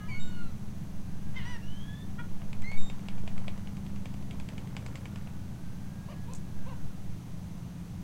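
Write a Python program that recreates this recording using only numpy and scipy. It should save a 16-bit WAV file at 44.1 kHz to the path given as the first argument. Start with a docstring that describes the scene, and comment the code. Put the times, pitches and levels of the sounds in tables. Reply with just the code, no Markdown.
"""A calm lagoon, heard from a wooden shelter: water birds honk, mew, whistle and croak, built from wavering harmonics.
A run of dry ticks, like creaking timber, passes in the middle: short noise bursts strike resonances. Later comes one snap.
A distant engine drones as sine tones over low noise, and a far motor rises in pitch for a moment.
Light air sways on the microphone as very slow noise, with the even hiss of open water."""
import sys
import numpy as np
from scipy import signal
from scipy.fft import rfft, irfft
from scipy.io import wavfile
from scipy.ndimage import uniform_filter1d, map_coordinates

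SR = 44100
rng = np.random.default_rng(int(sys.argv[2]) if len(sys.argv) > 2 else 0)


def store_wav(level_fs):
    """Save 16-bit WAV to argv[1]."""
    pcm = np.round(np.clip(np.atleast_2d(level_fs), -1, 1) * 32767)
    wavfile.write(sys.argv[1], SR, pcm.T.astype(np.int16))


N = 354299
TIME = np.arange(N) / SR  # seconds

# Bird notes, each one arch of pitch and breath. Each row: start in seconds, length in seconds, first, middle
# and last pitch in Hz, relative level in dB, fade over the note in dB, roughness from 0 to 1, voice name.
NOTES = [(0, 0.073, 420, 416, 432, -58.5, 1.5, 0.02, "nasal"),
         (0.079, 0.094, 474, 516, 530, -59.5, 8, 0.3, "yodel"),
         (0.087, 0.11, 2385, 2205, 2280, -46, 3.5, 0.22, "whistle"),
         (.14, 0.37, 720, 727, 653, -60.5, -1, 0.27, "mew"),
         (0.199, 0.11, 3753, 3714, 3700, -54, 10, 0.26, "squeak"),
         (1.336, 0.017, 464, 483, 503, -56, 0, .3, "yelp"),
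         (1.36, 0.0455, 514, 515, 457, -40, 7, 0.22, "yelp"),
         (1.397, 0.07, 391, 352.4, 390, -56, 5, .4, "rasp"),
         (1.451, .122, 466, 492.4, 443, -45.5, 2, 0.15, "wail"),
         (1.62, .43, 1367, 1636, 1790, -57.5, 4, 0.45, "thin"),
         (2.185, 0.035, 454, 477, 463, -49.5, 3, 0.44, "honk"),
         (2.636, 0.15, 2005, 2195, 2250, -47, 8.5, 0.24, "whistle"),
         (2.772, 0.14, 3706, 3686, 3686, -54, 7, 0.1, "squeak")]
# Bird voices. Each list: relative level of harmonics 1, 2, 3 and so on, in dB.
NASAL_VOICE = [-9, -8, 1, 3, -6, -22, -7, -14]
YODEL_VOICE = [-17, 1, -22, -3, -24, -6]
HONK_VOICE = [-16, -3, 3, -2.5, -10, -12, -10, -30]
YELP_VOICE = [-26, -18, -20.5, -4, -20, -14, -21, -30, -28, -31, -33, -32]
RASP_VOICE = [-11, -9, -6, -10, -1.5, -5, -7, -3.5, -6, -20, -10, -14, -20, -26]
WAIL_VOICE = [-32, -8.5, -19, -1, -22, -11.5, -21, -21, -30, -21, -38, -15, -36, -33, -36, -31, -42, -24]
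MEW_VOICE = [-14, 3.5, 5, -4, -14, -2, -20]
THIN_VOICE = [-0.5, -2.5, -40, -9]
WHISTLE_VOICE = [0.5, -15, -24.5, -31]
SQUEAK_VOICE = [-2.2, -6.5]
CROAK_VOICE = [-0.5, -1, -4, -6, -8, -12, -7, 0]
PURE_VOICE = [0]  # one harmonic only
# Throat resonances of the long mew, the rising mew and the croak.
# Each row: pitch in Hz, width in Hz, relative level in dB.
MEW_THROAT = [(1400, 70, 2.5), (2940, 310, 2.5), (4100, 630, -2.5)]
RISING_THROAT = [(1687, 47, 4.5), (3160, 1800, 2)]
CROAK_THROAT = [(563, 220, -2), (975, 190, 1.5), (2670, 500, -6)]
# Far croaks. Each row: start in seconds, length in seconds, top pitch in Hz, relative level in dB.
CROAKS = [(6.082, 0.063, 619, -48.5), (6.275, 0.084, 520.6, -53), (6.654, .085, 545.5, -50)]
# Two faint gliding whistles. Each row of a glide: time in seconds, pitch in Hz, relative level in dB.
GLIDES = [
    [(.5, 1440, -71), (.9, 1550, -84), (1.3, 1614, -70), (1.8, 1689, -69)],
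    [(4.9, 1380, -72), (5.5, 1507, -73.5), (5.9, 1600, -69.5), (6.2, 1657, -69), (6.45, 1670, -75),
     (6.7, 1556, -67), (6.95, 1400, -78)],
]
# Echoes off the shelter and shore. Each row: delay in seconds, level in dB.
ECHOES = [(.004, -25), (0.019, -16), (.047, -14)]
# Strong timber ticks. Each row: time in seconds, relative level in dB, treble against the middle in dB.
STRONG_TICKS = [(2.4185, -51.5, -15), (2.5305, -43.5, -10), (2.6206, -46, -6), (2.716, -40.5, -10),
                (2.899, -43, -8), (3.0854, -40.5, -9), (3.277, -41, -10), (3.3796, -45.5, -9),
                (3.4811, -37.5, -12.5), (4.0567, -44, -7), (4.3097, -42.5, -10), (4.3994, -44, -7),
                (4.4884, -44.5, -6), (4.5803, -42, -9.5), (4.7664, -38.5, -7), (4.863, -43, -4),
                (4.9558, -42.5, -3.5), (5.0555, -43, -9), (5.159, -45, -7), (5.2728, -48.5, -13)]
# What the timber rings with. Each row: pitch in Hz, width in Hz, relative level in dB.
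TIMBER = [(606, 330, 6.5), (980, 790, 4.5), (1400, 330, 3.5), (2200, 490, 4), (3150, 1080, 0.5),
          (4800, 750, 2), (7650, 960, 0)]
# One bright snap: time in seconds, relative level in dB.
SNAP = (6.336, -18)
# Distant engine, losing speed. Each row: time in seconds, speed as a multiple of nominal.
ENGINE_SPEED = [(0, 1.04), (3, 1), (6, .993), (8, 0.96)]
# Its two strong lines, each swelling once. Each row: pitch in Hz at nominal speed, resting level in dB before
# the fade, swell in dB, time of the swell in seconds, its half-width in seconds.
ENGINE_LINES = [(199.8, -47.5, 5.5, 3.73, 0.87), (178.4, -50, 8.5, 7.84, 0.99)]
# Its steady lines. Each row: pitch in Hz, level in dB.
HUM = [(91.5, -51), (120, -51.5), (148, -55), (286, -69)]
# A far motor gathering speed. Each row: time in seconds, pitch in Hz, level in dB.
FAR_MOTOR = [(3.3, 236, -66), (4.2, 260, -55.5), (4.8, 271.5, -57.5), (5.3, 272, -83)]
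# Colour of the engine's rumble. Each row: frequency in Hz, relative level per Hz in dB.
RUMBLE = [(25, -2.5), (33, -8), (55, -3.5), (85, -3), (125, -1), (160, -3), (195, -6.5), (230, -10.5),
          (290, -13.5), (360, -20.5), (450, -24.5), (700, -29.5), (900, -32)]
# Puffs of air on the microphone. Each row: time in seconds, peak strength in dB, half-width in seconds.
PUFFS = [(.35, -22.5, 0.31), (1.5, -31.5, 0.66), (2.7, -17, 0.26), (3.45, -30, 0.34), (6.75, -27.5, .25)]
# Colour of the water's hiss. Each row: frequency in Hz, relative level per Hz in dB.
HISS = [(400, -7.5), (700, 2), (1000, -0.5), (1400, -4.5), (2000, -6.5), (3000, -8.5), (5400, -12),
        (6200, -8), (6900, -13), (10000, -15), (15800, -19)]

# The breath of a note is this much weaker at its two ends.
SLACK_DB = 4
# A rough note also wavers in pitch and is breathy, in these shares of its roughness.
JITTER_SHARE, BREATH_SHARE = 0.013, 0.5
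# A croak starts and ends at this share of its top pitch.
CROAK_END_SHARE = 0.79
# Weak ticks keep the beat between the strong ones; their levels are relative too.
TICK_PERIOD_S, WEAK_TICK_DB, WEAK_SPREAD_DB, WEAK_TREBLE_DB = 0.096, -50, 2.5, -7.5
# The timber rustles around each tick: relative level, and half-width in time.
STIRRING_DB, STIRRING_S = -21.5, 0.19
# The two strong lines sink as the engine draws away.
LINE_FADE_DB_PER_S = 0.46
# The rumble's level at the start, and how fast it recedes.
RUMBLE_DB, RECEDE_DB_PER_S = -42, 0.14
# The air's sway between puffs.
CALM_DB = -40
CUTOFF_HZ = 15900


def near_birds():
    """Rough nasal calls, mews shaped by a throat, and clean whistles that break into a higher squeak."""
    honks = notes("nasal", NASAL_VOICE) + notes("yodel", YODEL_VOICE)
    honks += notes("honk", HONK_VOICE, unsteady=1.3)

    # the cry drops into a low rasp between its two syllables
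    cry = notes("yelp", YELP_VOICE, unsteady=1.1)
    cry += notes("rasp", RASP_VOICE, unsteady=1.7)
    cry += notes("wail", WAIL_VOICE, unsteady=1.6)
    # turbulence in the open bill follows the force of the cry, averaged over 50 ms
    force = np.sqrt(np.abs(uniform_filter1d(cry ** 2, size=2205)))
    turbulence = coloured([(900, 1), (1800, -3), (3200, -2), (4500, -16), (7000, -22)])
    cry += from_db(-13) * force * turbulence

    mews = throat(notes("mew", MEW_VOICE, unsteady=0.81), MEW_THROAT)
    # the rising mew's lowest harmonic grows strong as it climbs into a throat resonance
    mews += throat(notes("thin", THIN_VOICE, unsteady=0.94), RISING_THROAT)

    whistles = notes("whistle", WHISTLE_VOICE, unsteady=0.79)
    whistles += notes("squeak", SQUEAK_VOICE, unsteady=0.19)
    return honks + cry + mews + whistles


def far_birds():
    """Hoarse croaks arch in pitch and strength together; a thin gliding whistle sounds twice."""
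    croaks = np.zeros(N)
    for start, length, top_hz, db in CROAKS:
        end_hz = CROAK_END_SHARE * top_hz
        curve = arch(start, length, [end_hz, top_hz, end_hz], db)
        croaks += call(curve, CROAK_VOICE, jitter=0.017, rasp=0.5, breath=0.39)
    whistles = sum(call(glide, PURE_VOICE, jitter=0.00712, rasp=0.38) for glide in GLIDES)
    return throat(croaks, CROAK_THROAT) + from_db(1.5) * whistles


def notes(name, voice, unsteady=1):
    """All notes sung in one voice; roughness sets flutter, waver and breath together."""
    out = np.zeros(N)
    for start, length, first, middle, last, db, fade_db, rough, sung in NOTES:
        if sung == name:
            curve = arch(start, length, [first, middle, last], db, fade_db)
            jitter = unsteady * JITTER_SHARE * rough
            out += call(curve, voice, jitter=jitter, rasp=rough, breath=BREATH_SHARE * rough)
    return out


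def arch(start, length, pitches, db, fade_db=0):
    """One note as rows of time, Hz and dB: pitch bends through three points; breath swells, slackens and fades."""
    along = np.linspace(-1, 1, 25)
    seconds = start + length * (along + 1) / 2
    hz = np.polyval(np.polyfit([-1, 0, 1], pitches, 2), along)
    level_db = db - SLACK_DB * along ** 2 - fade_db * along / 2
    return np.column_stack([seconds, hz, level_db])


def call(curve, voice, jitter=0.003, rasp=0.1, breath=0.072, edge_s=0.005, wander=0.804):
    """A bird's voice organ: harmonics on one trembling, wandering pitch, each roughened by flutter and turbulence."""
    start, end = curve[0][0], curve[-1][0]
    span = (TIME > start - edge_s) & (TIME < end + edge_s)
    t = TIME[span]
    hz, db = in_time(curve, t)
    unsteady = drift(150, len(t)) + wander * drift(10, len(t))
    phase = 2 * np.pi * np.cumsum(hz * (1 + jitter * unsteady)) / SR
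    tone = np.zeros(len(t))
    for k, level in enumerate(voice, 1):
        flutter = 1 + rasp * drift(120, len(t)) + breath * drift(700, len(t))
        tone += from_db(level) * np.sin(k * phase) * flutter
    # fade in and out so the edges do not click
    gate = np.clip((np.minimum(t - start, end - t) + edge_s) / (2 * edge_s), 0, 1)
    out = np.zeros(N)
    out[span] = np.sqrt(2) * tone * gate * from_db(db)
    return out


def throat(x, resonances):
    """A throat as resonances side by side, their signs alternating."""
    out = np.zeros(N)
    for k, (hz, width, db) in enumerate(resonances):
        out += (-1) ** k * from_db(db) * resonate(x, hz, width)
    return out


def tick_train():
    """The strong ticks, and weak ones evenly spaced in every gap: rows of time, dB and treble dB."""
    rows = list(STRONG_TICKS)
    for before, after in zip(STRONG_TICKS, STRONG_TICKS[1:]):
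        beats = max(1, round((after[0] - before[0]) / TICK_PERIOD_S))
        for s in np.linspace(before[0], after[0], beats + 1)[1:-1]:
            db = WEAK_TICK_DB + WEAK_SPREAD_DB * rng.standard_normal()
            rows.append((s, db, WEAK_TREBLE_DB))
    return rows


def ticks(train, tick_db=27, top_hz=9500, crumble_s=0.0023, rattle_s=0.025, rattle_share=0.73):
    """Timber gives about ten times a second: a sharp slip, smaller ones and reflections strike its resonances."""
    s, db, treble_db = np.transpose(train)
    t = np.arange(3000) / SR
    clusters = np.zeros((len(s), len(t)))
    clusters[:, 0] = 0.75  # the sharp first slip
    for decay_s, share in [(crumble_s, 0.9), (rattle_s, rattle_share)]:
        burst = rng.standard_normal(clusters.shape) * np.exp(-t / decay_s)
        clusters += share * burst / np.linalg.norm(burst, axis=1, keepdims=True)
    at = (s * SR).astype(int)[:, None] + np.arange(len(t))
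    out = np.zeros(N)
    for k, (hz, width, mode_db) in enumerate(TIMBER):
        # the treble setting acts only on resonances above 4 kHz
        strike_db = db + mode_db + treble_db * (hz > 4000)
        slips = np.zeros(N)
        slips[at] = clusters * from_db(strike_db)[:, None]
        out += (-1) ** k * resonate(slips, hz, width)
    soften = signal.butter(2, min(top_hz, 0.45 * SR), fs=SR, output="sos")
    return from_db(tick_db) * signal.sosfilt(soften, out)


def stirring(train):
    """Faint scattered grains around the ticks ring briefly at their own pitches; harder ticks stir more."""
    strain = np.sqrt(sum(from_db(db) ** 2 * swell(s, STIRRING_S) for s, db, _ in train))
    pitches = np.geomspace(400, 2000, 12)
    grains = (rng.random(N) < 400 / SR) * rng.standard_normal(N)  # about 400 a second
    dealt = rng.integers(0, len(pitches), N)  # which pitch each grain gets
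    rustle = np.zeros(N)
    for k, hz in enumerate(pitches):
        rustle += resonate(grains * (dealt == k), hz, hz / 6) / hz
    return from_db(STIRRING_DB) * strain * rms_one(rustle)


def snap():
    """A single click rings two high resonances, with a diffuse reflection just after it."""
    seconds, db = SNAP
    click = np.zeros(N)
    click[int(seconds * SR)] = from_db(db)
    direct = resonate(resonate(click, 6100, 2600), 7800, 2600) * from_db(7.5)
    reflection = scatter(direct, t60=0.12, wet_db=-0.5) - direct
    return direct + np.roll(reflection, int(0.013 * SR))


def engine():
    """Far machinery: two slowing lines swell in turn over steady hum and rumble; a far motor rises in pitch."""
    speed, = in_time(ENGINE_SPEED)
    lines = list(HUM)
    for hz, db, swell_db, s, width in ENGINE_LINES:
        level_db = db + swell_db * swell(s, width) - LINE_FADE_DB_PER_S * TIME
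        lines.append((hz * speed, level_db))
    tones = np.zeros(N)
    for hz, db in lines:
        phase = 2 * np.pi * np.cumsum(hz + 0.336 * drift(1.5)) / SR
        tones += from_db(db) * np.sin(phase)
    motor = call(FAR_MOTOR, PURE_VOICE, jitter=0.0082, rasp=0.16)
    rumble = from_db(RUMBLE_DB - RECEDE_DB_PER_S * TIME) * coloured(RUMBLE)
    return np.sqrt(2) * tones + motor + rumble


def air():
    """Slow pressure swings on the microphone, in a few puffs, and the even hiss of open water."""
    strength = from_db(CALM_DB) + sum(from_db(db) * swell(s, width) for s, db, width in PUFFS)
    sway = coloured([(1.5, 1), (3.5, -4.0), (7, -8), (12, -39), (25, -38.5)])
    return strength * sway + from_db(-58.5) * coloured(HISS)


def from_db(db):
    """Decibels to gain."""
    return 10 ** (np.asarray(db) / 20)


def rms_one(x):
    """Scale to unit power."""
    return x / np.sqrt(np.mean(x ** 2) + 1e-20)


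def in_time(rows, t=TIME):
    """Each column of a curve, read at times t."""
    s, *columns = np.transpose(rows)
    return [np.interp(t, s, c) for c in columns]


def swell(s, half_width_s):
    """A smooth rise and fall of height 1 around time s; it is down to 1/e at the half-width."""
    return np.exp(-((TIME - s) / half_width_s) ** 2)


def drift(rate, size=N):
    """Smooth random wandering around zero at about the given rate in Hz, with a spread of about 1."""
    knots = rng.standard_normal(int(size / SR * 2 * rate) + 4)
    places = np.arange(size) / SR * 2 * rate + 1
    return map_coordinates(knots, [places], order=2, mode="nearest")


def coloured(spectrum):
    """Unit-power noise with the given spectrum, falling away beyond its ends."""
    hz, db = np.transpose(spectrum)
    f = np.maximum(np.arange(N // 2 + 1) * SR / N, 1e-3)
    ends = np.minimum(f / hz[0], 1) ** 2 * np.minimum(hz[-1] / f, 1) ** 2
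    gain = ends * from_db(np.interp(np.log(f), np.log(hz), db))
    return rms_one(irfft(rfft(rng.standard_normal(N)) * gain, N))


def resonate(x, hz, width):
    """A resonance with about unit gain at its top; a narrower one rings longer."""
    r = np.exp(-np.pi * width / SR)
    top = np.array([1, 0, -1]) * (1 - r * r) / 2
    ring = [1, -2 * r * np.cos(2 * np.pi * hz / SR), r * r]
    return signal.lfilter(top, ring, x + 1e-18)


def scatter(x, t60, wet_db):
    """The sound plus a cloud of reflections that falls 60 dB in t60 seconds."""
    t = np.arange(SR) / SR
    tail = rng.standard_normal(SR) * from_db(-60 * t / t60)
    cloud = signal.fftconvolve(x, tail / np.linalg.norm(tail))[:N]
    return x + from_db(wet_db) * cloud


def scene():
    """Calls reach the shelter with a few echoes and a faint tail; all other sounds join them."""
    birds = near_birds() + far_birds()
    echoes = sum(from_db(db) * np.interp(TIME - s, TIME, birds, left=0) for s, db in ECHOES)
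    birds = scatter(birds + echoes, t60=0.35, wet_db=-13)
    train = tick_train()
    timber = ticks(train) + stirring(train)
    return (birds + timber + snap() + engine() + air())[None]


def record(dry):
    """A steep low-pass filter removes the very top."""
    low_pass = signal.ellip(12, 0.1, 80, CUTOFF_HZ, fs=SR, output="sos")
    return signal.sosfilt(low_pass, dry)


dry = scene()
out = record(dry)
store_wav(out)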